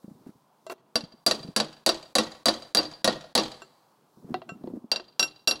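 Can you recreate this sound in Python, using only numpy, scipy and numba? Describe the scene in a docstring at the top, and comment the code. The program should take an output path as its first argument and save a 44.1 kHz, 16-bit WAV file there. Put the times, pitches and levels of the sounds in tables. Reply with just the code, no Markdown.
"""Hands knock softly on a lead sheet over far traffic hum; then a hammer drives a chisel into a brick joint on a roof.
Blows and rebounds ring steel modes (fading sine waves), shake the roof and crunch mortar, made of filtered noise.
The chisel alone also knocks the brick, and hands slide on the lead or drag the blade, as shaped noise.
Delayed copies and a fading noise tail give the echoes of nearby walls.
A look-ahead limiter holds the peaks down, so the background dips just before the loudest ones."""
import sys
import numpy as np
from scipy import signal
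from scipy.fft import rfft, irfft
from scipy.io import wavfile
from scipy.ndimage import uniform_filter1d, minimum_filter1d
from numba import njit

SR = 44100
rng = np.random.default_rng(int(sys.argv[2]) if len(sys.argv) > 2 else 0)


def voltage_ratio(decibels):
    """Convert decibels (scalar or array-like) to amplitude ratios, 20 dB per decade."""
    exponent = np.asarray(decibels, float) / 20
    return 10 ** exponent


def persist_wave(psi):
    """Save psi, clipped to +-1, as 16-bit WAV."""
    counts = np.round(np.clip(psi, -1, 1) * 32767).astype(np.int16)
    wavfile.write(sys.argv[1], SR, np.atleast_2d(counts).T)


N = 246959  # length in samples


def colour(x, points):
    """Filter by (frequency in Hz, gain in dB) points, joined along a log frequency scale."""
    hz, db = np.transpose(points)
    n = x.shape[-1]
    f = np.maximum(np.arange(n // 2 + 1) * SR / n, 1)
    gain = voltage_ratio(np.interp(np.log(f), np.log(hz), db))
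    return irfft(rfft(x) * gain, n)


def unit(x):
    """Scale to an rms (average strength) of 1."""
    return x / np.sqrt(np.mean(x ** 2))


def fade(t, t60):
    """Exponential decay that falls 60 dB in t60 seconds."""
    return np.exp(-np.log(1000) * t / t60)


def add(track, s, sound):
    """Mix a sound into the track at s seconds, cut off at the track's end."""
    start = int(s * SR)
    part = track[..., start:start + sound.shape[-1]]
    part += sound[..., :part.shape[-1]]


def walk(rate):
    """Random curve that moves to a new level rate times a second; its spread is about 1."""
    k = int(SR / rate)
    levels = np.repeat(rng.standard_normal(N // k + 1), k)
    return unit(uniform_filter1d(levels, k)[:N])


def along(strokes, rise_s, fall_s):
    """Gain over time: each (start, length, dB) stroke rises, holds and falls away."""
    t = np.arange(N) / SR
    gain = np.zeros(N)
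    for s, length, db in strokes:
        before = np.maximum(s - t, 0) / rise_s
        after = np.maximum(t - s - length, 0) / fall_s
        gain += voltage_ratio(db) * np.exp(-before ** 2 - after ** 2)
    return gain


def dull(x, db):
    """A longer contact loses db per octave above 4200 Hz; a negative value brightens."""
    x = np.pad(x, [(0, 0), (64, 64)])  # room for the filter to spread
    return colour(x, [(20, 0), (4200, 0), (16800, -2 * db), (22050, -2 * db)])[:, 64:]


def ring(modes, seconds, life, scatter_db, detune, cycles):
    """One strike on a set of modes; each lands elsewhere, so levels, pitch and phase differ a little."""
    t = np.arange(int(seconds * SR)) / SR
    hz, db, t60 = np.array(modes).T[:, :, None]
    level, pitch, phase = rng.standard_normal((3, len(modes), 1))
    # tools move in the hand, so each ring wavers as it dies
    steps = rng.standard_normal((len(modes), len(t) // 400 + 1))
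    waver = uniform_filter1d(np.repeat(steps, 400, axis=1), 400)[:, :len(t)]
    waver = waver * np.minimum(t / .06, 1)
    waves = np.sin(2 * np.pi * hz * (1 + detune * pitch) * t + phase)
    waves = waves * fade(t, life * t60) * voltage_ratio(db + scatter_db * (level + 2 * waver))
    # build-up takes the same number of cycles in every mode: the treble speaks first
    waves = waves * (1 - np.exp(-t * hz / cycles)) ** 2
    return waves.sum(axis=0) / np.sqrt(np.sum(voltage_ratio(2 * db)))


def town():
    """Distant traffic: noise in broad bands that swell slowly together and flicker a little alone."""
    # Tone of the hum. Each row: frequency in Hz, relative level in dB.
    hum_tone = [(24, -63), (70, -25), (140, -2.5), (542, -6), (600, -6), (965, -3), (1150, -7),
                (1950, -24.5), (4680, -21.5), (6820, -26), (16000, -27)]
    level_db = -68
    hum = rfft(unit(colour(rng.standard_normal(N), hum_tone)))
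    f = np.arange(N // 2 + 1) * SR / N
    swell = walk(0.69)
    out = 0
    for lo, hi in [(20, 200), (200, 500), (500, 1300), (1300, 3500), (3500, 18000)]:  # Hz
        band = irfft(hum * ((f >= lo) & (f < hi)), N)
        out = out + band * voltage_ratio(0.27 * swell + 2.0 * walk(6.8))
    return voltage_ratio(level_db) * out


def walls(x):
    """Sound returns as a few smeared echoes, strongest in the bass, and a diffuse tail between the houses."""
    # Echoes from nearby walls. Each row: delay in seconds, level in dB before the wall's tone.
    bounces = [(.052, -46), (.082, -26.5), (.165, -34.5), (0.216, -51.5)]
    # Tone of the tail between the houses. Each row: frequency in Hz, gain in dB.
    yard_tone = [(100, 5.5), (600, 8), (2000, 8.5), (4000, 2), (8000, 0), (16000, -6)]
    # Tone of the wall echoes. Each row: frequency in Hz, gain in dB.
    wall_tone = [(100, 7.5), (600, -5), (2400, -3.5), (3200, 0), (4000, -7), (4700, -7.5), (7000, -9),
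                 (10000, -18.5), (16000, -23.5)]
    yard_db, yard_t60_s = -44.5, 0.94
    t = np.arange(int(.8 * SR)) / SR
    tail = rng.standard_normal(len(t)) * fade(t, yard_t60_s)
    tail = tail * (1 - np.exp(-t / .02)) / np.sqrt(SR / 100)
    echoes = np.zeros(len(t))
    for delay, db in bounces:
        scattered = 0.076 * rng.standard_normal(900) * fade(t[:900], 0.056)  # ledges and window frames
        add(echoes, delay, voltage_ratio(db) * np.append(1, scattered))
    response = voltage_ratio(yard_db) * colour(tail, yard_tone) + colour(echoes, wall_tone)
    return signal.fftconvolve(x, response)[:N]


def knocks():
    """A hand knocks the lead sheet: each soft bump rings three low modes that die quickly."""
    # Knocks on the lead. Each row: start in seconds, level in dB, nominal pitch in Hz.
    bumps = [(0.042, -27, 204), (0.079, -29, 215), (0.109, -27.5, 169), (0.149, -41, 148),
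             (0.264, -25, 269), (0.29, -31.5, 204), (0.355, -39.5, 149), (1.034, -25.5, 174),
             (1.138, -36.5, 243), (1.402, -33, 145), (1.446, -24.5, 186), (1.486, -24, 192),
             (4.171, -38, 216), (4.244, -24.5, 187), (4.304, -24, 228.6), (4.316, -21, 177),
             (4.518, -25, 182), (4.64, -20, 253), (4.674, -22.5, 371), (4.699, -34.5, 360),
             (4.734, -21.5, 245), (4.769, -22, 236), (4.841, -30.5, 240)]
    out = np.zeros(N)
    for s, db, hz in bumps:
        sheet = [(hz, 0, .045), (1.4 * hz, -7, .04), (2.5 * hz, -16, .025)]
        add(out, s, voltage_ratio(db) * ring(sheet, 0.095, 0.91, 2.2, 0.029, 0.6))
    return out


def dragging():
    """The blade drags over brick and sleeves rustle: filtered noise with a quick grainy flutter."""
    # Drags and rustles. Each row: start in seconds, length in seconds, level in dB before the flutter.
    strokes = [(0.03, .03, -69), (0.095, 0.014, -71), (0.26, 0.034, -65), (0.7, 0.021, -44),
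               (4.25, 0.097, -70)]
    tone = [(100, -20), (400, 27.5), (1500, 14.0), (3000, 2), (6000, 1.5), (16000, -4.5)]  # (Hz, dB)
    drag = unit(colour(rng.standard_normal(N), tone))
    return drag * voltage_ratio(4 * walk(300)) * along(strokes, rise_s=.004, fall_s=.012)


def sliding():
    """Palm and sleeve slide on the lead, which rumbles: low noise of uneven strength."""
    # Slides. Each row: start in seconds, length in seconds, level in dB before the unevenness.
    strokes = [(0.1, 0.21, -63), (1.4, 0.1, -52), (4.2, 0.071, -59.5), (4.3, 0.082, -50),
               (4.5, 0.066, -51.5), (4.64, 0.13, -47.5)]
    tone = [(60, -30), (130, -6), (230, 0), (400, -8), (900, -26), (3000, -50)]  # (Hz, dB)
    rumble = unit(colour(rng.standard_normal(N), tone))
    return rumble * voltage_ratio(3 * walk(40)) * along(strokes, rise_s=.03, fall_s=.025)


def crunch(db):
    """Mortar crumbles: a sharp crack, a grainy hiss that dies fast in the treble, crumbs rattling on lead."""
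    # Tone of the grains. Each row: frequency in Hz, relative level in dB.
    grit_tone = [(35, -55.5), (60, -28), (553, 0.5), (2250, -15), (2770, -12), (3040, -8.5), (4030, -1),
                 (4750, -2), (5210, -5.5), (10300, -17), (16000, -67.5)]
    # Tone of the crack. Each row: frequency in Hz, relative level in dB.
    crack_tone = [(300, -11), (3000, -6.5), (9000, -6.5), (13000, -20), (16000, -21)]
    # Tone of the rattling crumbs. Each row: frequency in Hz, relative level in dB.
    rattle_tone = [(200, 11.5), (1000, 17), (2000, 0), (3800, 10.5), (7000, -3), (16000, -22)]
    t = np.arange(int(.3 * SR)) / SR
    uneven = voltage_ratio(2.25 * rng.standard_normal(len(t)))
    grains = unit(colour(rng.standard_normal(len(t)) * uneven, grit_tone))
    low = signal.lfilter([.2], [1, -.8], grains)
    hiss = (grains - low) * fade(t, 0.052) + low * fade(t, 0.16)
    crack = voltage_ratio(7.5) * unit(colour(rng.standard_normal(len(t)), crack_tone)) * fade(t, 0.009)
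    patchy = voltage_ratio(4 * np.repeat(rng.standard_normal(len(t) // 100 + 1), 100)[:len(t)])
    crumbs = unit(colour(rng.standard_normal(len(t)) * patchy, rattle_tone))
    return voltage_ratio(db) * (crack + hiss + voltage_ratio(-26) * crumbs * fade(t, .5))


def contact(under, chisel_db, under_db, grit_db, freedom):
    """Two rows: the chisel's ring; then the grit with whatever lies under it, taking the push."""
    # Ringing notes of the chisel. Each row: frequency in Hz, relative level in dB,
    # time to fall 60 dB in seconds before freedom shortens it.
    chisel_modes = [(1114, -16.5, .1), (1317, -14, 0.18), (1550, -5.5, .08), (2742, 3.5, 0.13),
                    (3377, 1.5, 0.037), (4200, -7, .07), (5608, 6.5, 0.14), (6190, -9.5, 0.056),
                    (7346, -6.5, 0.15), (8790, -11, .14), (9776, -12, 0.2), (11330, -12, .15),
                    (12650, -13, .11), (14000, -15, .1)]
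    grip_s = 0.17  # the hand closes on the chisel again and stops its ring
    chisel = ring(chisel_modes, .3, max(freedom, .1), 1.5, .0005, 2.5)
    chisel = chisel * np.exp(-(np.arange(len(chisel)) / (grip_s * SR)) ** 4)
    push = ring(under, .3, 0.73, 2.5, 0.04, 0.42)
    return np.array([voltage_ratio(chisel_db) * chisel, crunch(grit_db) + voltage_ratio(under_db) * push])


def touches():
    """The chisel alone touches the wall and knocks the brick with a little grit. Rows as in contact."""
    # Touches. Each row: start in seconds, brick knock in dB, chisel ring in dB before the blade's tone,
    # freedom to ring (1 is loose), dullness in dB per octave.
    taps = [(0.6663, -25.5, -54, 0.96, 0), (0.6987, -20, -37.5, 0.4, 16.5), (0.716, -33, -45.5, 0.47, 25),
            (3.6192, -28.5, -40.5, 0.5, -0.5), (4.3422, -12, -36, 0.49, 31), (4.418, -29, -47, 0.24, 41),
            (4.4911, -26.5, -38, 0.84, 5.5), (4.6375, -39.5, -79, 0.36, 26), (4.673, -34, -66, .4, 25),
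            (4.9973, -26, -35.5, 0.23, 24)]
    # Notes of the brick. Each row: frequency in Hz, relative level in dB,
    # time to fall 60 dB in seconds before contact shortens it.
    brick_modes = [(363, 1, 0.16), (691.4, 8.5, 0.094), (958, 21, 0.0096), (1180, -4, 0.049),
                   (1500, -11, 0.01), (1950, -6.5, 0.075), (4170, -7.5, 0.053)]
    # Touched at the blade, the modes share the ring differently. Each row: frequency in Hz, gain in dB.
    tip_tone = [(1500, 16.5), (2742, 4.5), (5608, -13), (7346, 5), (9700, -13)]
    grit_under_knock_db = -29
    out = np.zeros((2, N))
    for s, brick_db, chisel_db, freedom, dull_db in taps:
        touch = contact(brick_modes, chisel_db, brick_db, brick_db + grit_under_knock_db, freedom)
        touch[0] = colour(touch[0], tip_tone)
        add(out, s, dull(touch, dull_db))
    return out


def hammering():
    """Blows and rebounds, steel on steel, ring head and chisel and shake the roof. 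Rows as in contact."""
    # Blows and rebounds. Each row: start in seconds, strength in dB, chisel ring in dB above that,
    # dullness in dB per octave (more for a softer contact),
    # boost of the head's main note in dB (strongest when the face lands squarely).
    blows = [(0.9560, -6.5, -15.5, 3, 5), (1.007, -28.5, -12, 10.5, 2.5), (1.2640, 0, -21, -4, 8),
             (1.311, -6, -16.5, 5, -1.5), (1.5630, -2, -18, -1, 2.5), (1.6007, -5, -22.5, 9, -5.5),
             (1.8626, 0, -23, -2.5, 2.5), (1.891, -4.5, -16, 7.5, 2.5), (2.153, 0.5, -25.5, -2.5, -2),
             (2.184, -1, -13, 5.5, -4.5), (2.4570, 0.5, -28.5, -2, 1.5), (2.484, -2.5, -22.5, 10, 3.5),
             (2.7484, 0, -14, -1.5, 2), (2.7708, -1.5, -14.5, 10, 6), (2.7867, -10, -7.5, 22, 6.5),
             (3.0444, 0.5, -15, 0, -10), (3.076, -0.5, -22, 11.5, -3.5), (3.098, -31.5, -15.5, 7, -8),
             (3.3520, 2.5, -21.5, -0.5, -1), (3.3772, -1, -8, 8.5, 4.5), (3.3958, -21, 4.5, 11.5, 7),
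             (4.9162, -9, -9, 7.5, 8.5), (4.9598, -16.5, -10, 13, -2.5), (5.1945, -3.5, -8, 6, 0.5),
             (5.227, -11.5, -3, 7, 1), (5.4740, -1, -7, 4, 4), (5.5103, -8, -11.5, 9.5, -3)]
    # How the blade sits. Each row: time in seconds, freedom to ring (1 held loosely, less when wedged),
    # roof thud in dB under the blow, grit in dB under the blow before dullness softens it.
    seat = [(0.95, 0.46, -13.5, -18), (1.27, 0.49, -12.5, -16), (3.4, 0.25, -11, -12),
            (4.9, 0.47, -20, -14), (5.2, 0.73, -22.5, -19.5)]
    # Notes of the hammer head. Each row: frequency in Hz, relative level in dB before the main note's boost,
    # time to fall 60 dB in seconds.
    head_modes = [(3916, 3, 0.032), (4079, -1.5, 0.032), (4380, 12, 0.011), (4707, 3, 0.053),
                  (4624, -3.5, 0.061), (4645, -36.5, 0.33), (6140, -14.5, 0.016), (6910, -6, 0.013),
                  (7900, -14, 0.057), (10000, -10, 0.061), (10200, -42.5, 0.23), (13700, -27, 0.03)]
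    # Notes of the roof. Each row: frequency in Hz, relative level in dB,
    # time to fall 60 dB in seconds before contact shortens it.
    roof_modes = [(42, -13.5, 0.051), (154, -19, 0.55), (223.5, 3, 0.18), (274.7, -2.5, 0.13),
                  (318.7, -3.5, 0.32), (356, -8.5, 0.27), (515.5, 8.5, 0.084), (608, -15.5, 0.041),
                  (665, 8, 0.083), (753, 4.5, 0.061), (885, -15, 0.061), (1119, 2, 0.1), (1426, -6.5, 0.16),
                  (1832, -0.5, 0.082)]
    main_low_hz, main_high_hz = 4500, 4900
    soft_grit = 0.34  # dB less grit for each dB per octave of dullness
    seat_s, *seat_columns = np.transpose(seat)
    out = np.zeros((2, N))
    for s, db, chisel_db, dull_db, note_db in blows:
        freedom, roof_db, grit_db = (np.interp(s, seat_s, column) for column in seat_columns)
        blow = contact(roof_modes, chisel_db, roof_db, grit_db - soft_grit * dull_db, freedom)
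        modes = [(hz, d + note_db * (main_low_hz < hz < main_high_hz), t60) for hz, d, t60 in head_modes]
        head = ring(modes, .45, 1, 1.9, .0008, 3.0)
        add(out, s, voltage_ratio(db) * dull(blow, dull_db))
        add(out[1], s, voltage_ratio(db) * dull(head[None], dull_db)[0])
    return out


def scene():
    """Work, its echoes and the town, in one channel."""
    chisel_to_walls_db = -8  # the blade points into the joint and throws little towards the houses
    chisel, rest = hammering() + touches()
    rest = rest + knocks() + dragging() + sliding()
    echoes = walls(rest + voltage_ratio(chisel_to_walls_db) * chisel)
    return (chisel + rest + echoes + town())[None]


@njit
def recover(gain, step):
    """The gain drops at once and creeps back up."""
    out, g = np.empty(len(gain)), 1.
    for i in range(len(gain)):
        g = min(gain[i], g + (1 - g) * step)
        out[i] = g
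    return out


def roll_off(x):
    """The treble ends steeply here."""
    return signal.sosfilt(signal.butter(12, 16980, fs=SR, output="sos"), x)


def record(dry):
    """The top is cut; the limiter looks ahead, so the background dips just before loud peaks, and rounds them."""
    top_hz, ceiling_db = 15700, -9
    ahead_s, release_s = 0.021, 0.018
    x = signal.sosfilt(signal.ellip(6, .3, 40, top_hz, fs=SR, output="sos"), dry)
    ahead, top = int(ahead_s * SR), voltage_ratio(ceiling_db)
    need = np.minimum(1, top / (np.abs(x[0]) + 1e-9))
    early = minimum_filter1d(need, ahead, origin=-(ahead // 2))  # lowest gain needed soon
    gain = recover(early, 1 / (release_s * SR))
    gain = uniform_filter1d(gain, int(.002 * SR))
    mix = top * np.tanh(1.45 * x * gain / top)  # rounds the peaks
    return roll_off(mix)


dry = scene()
out = record(dry)
persist_wave(out)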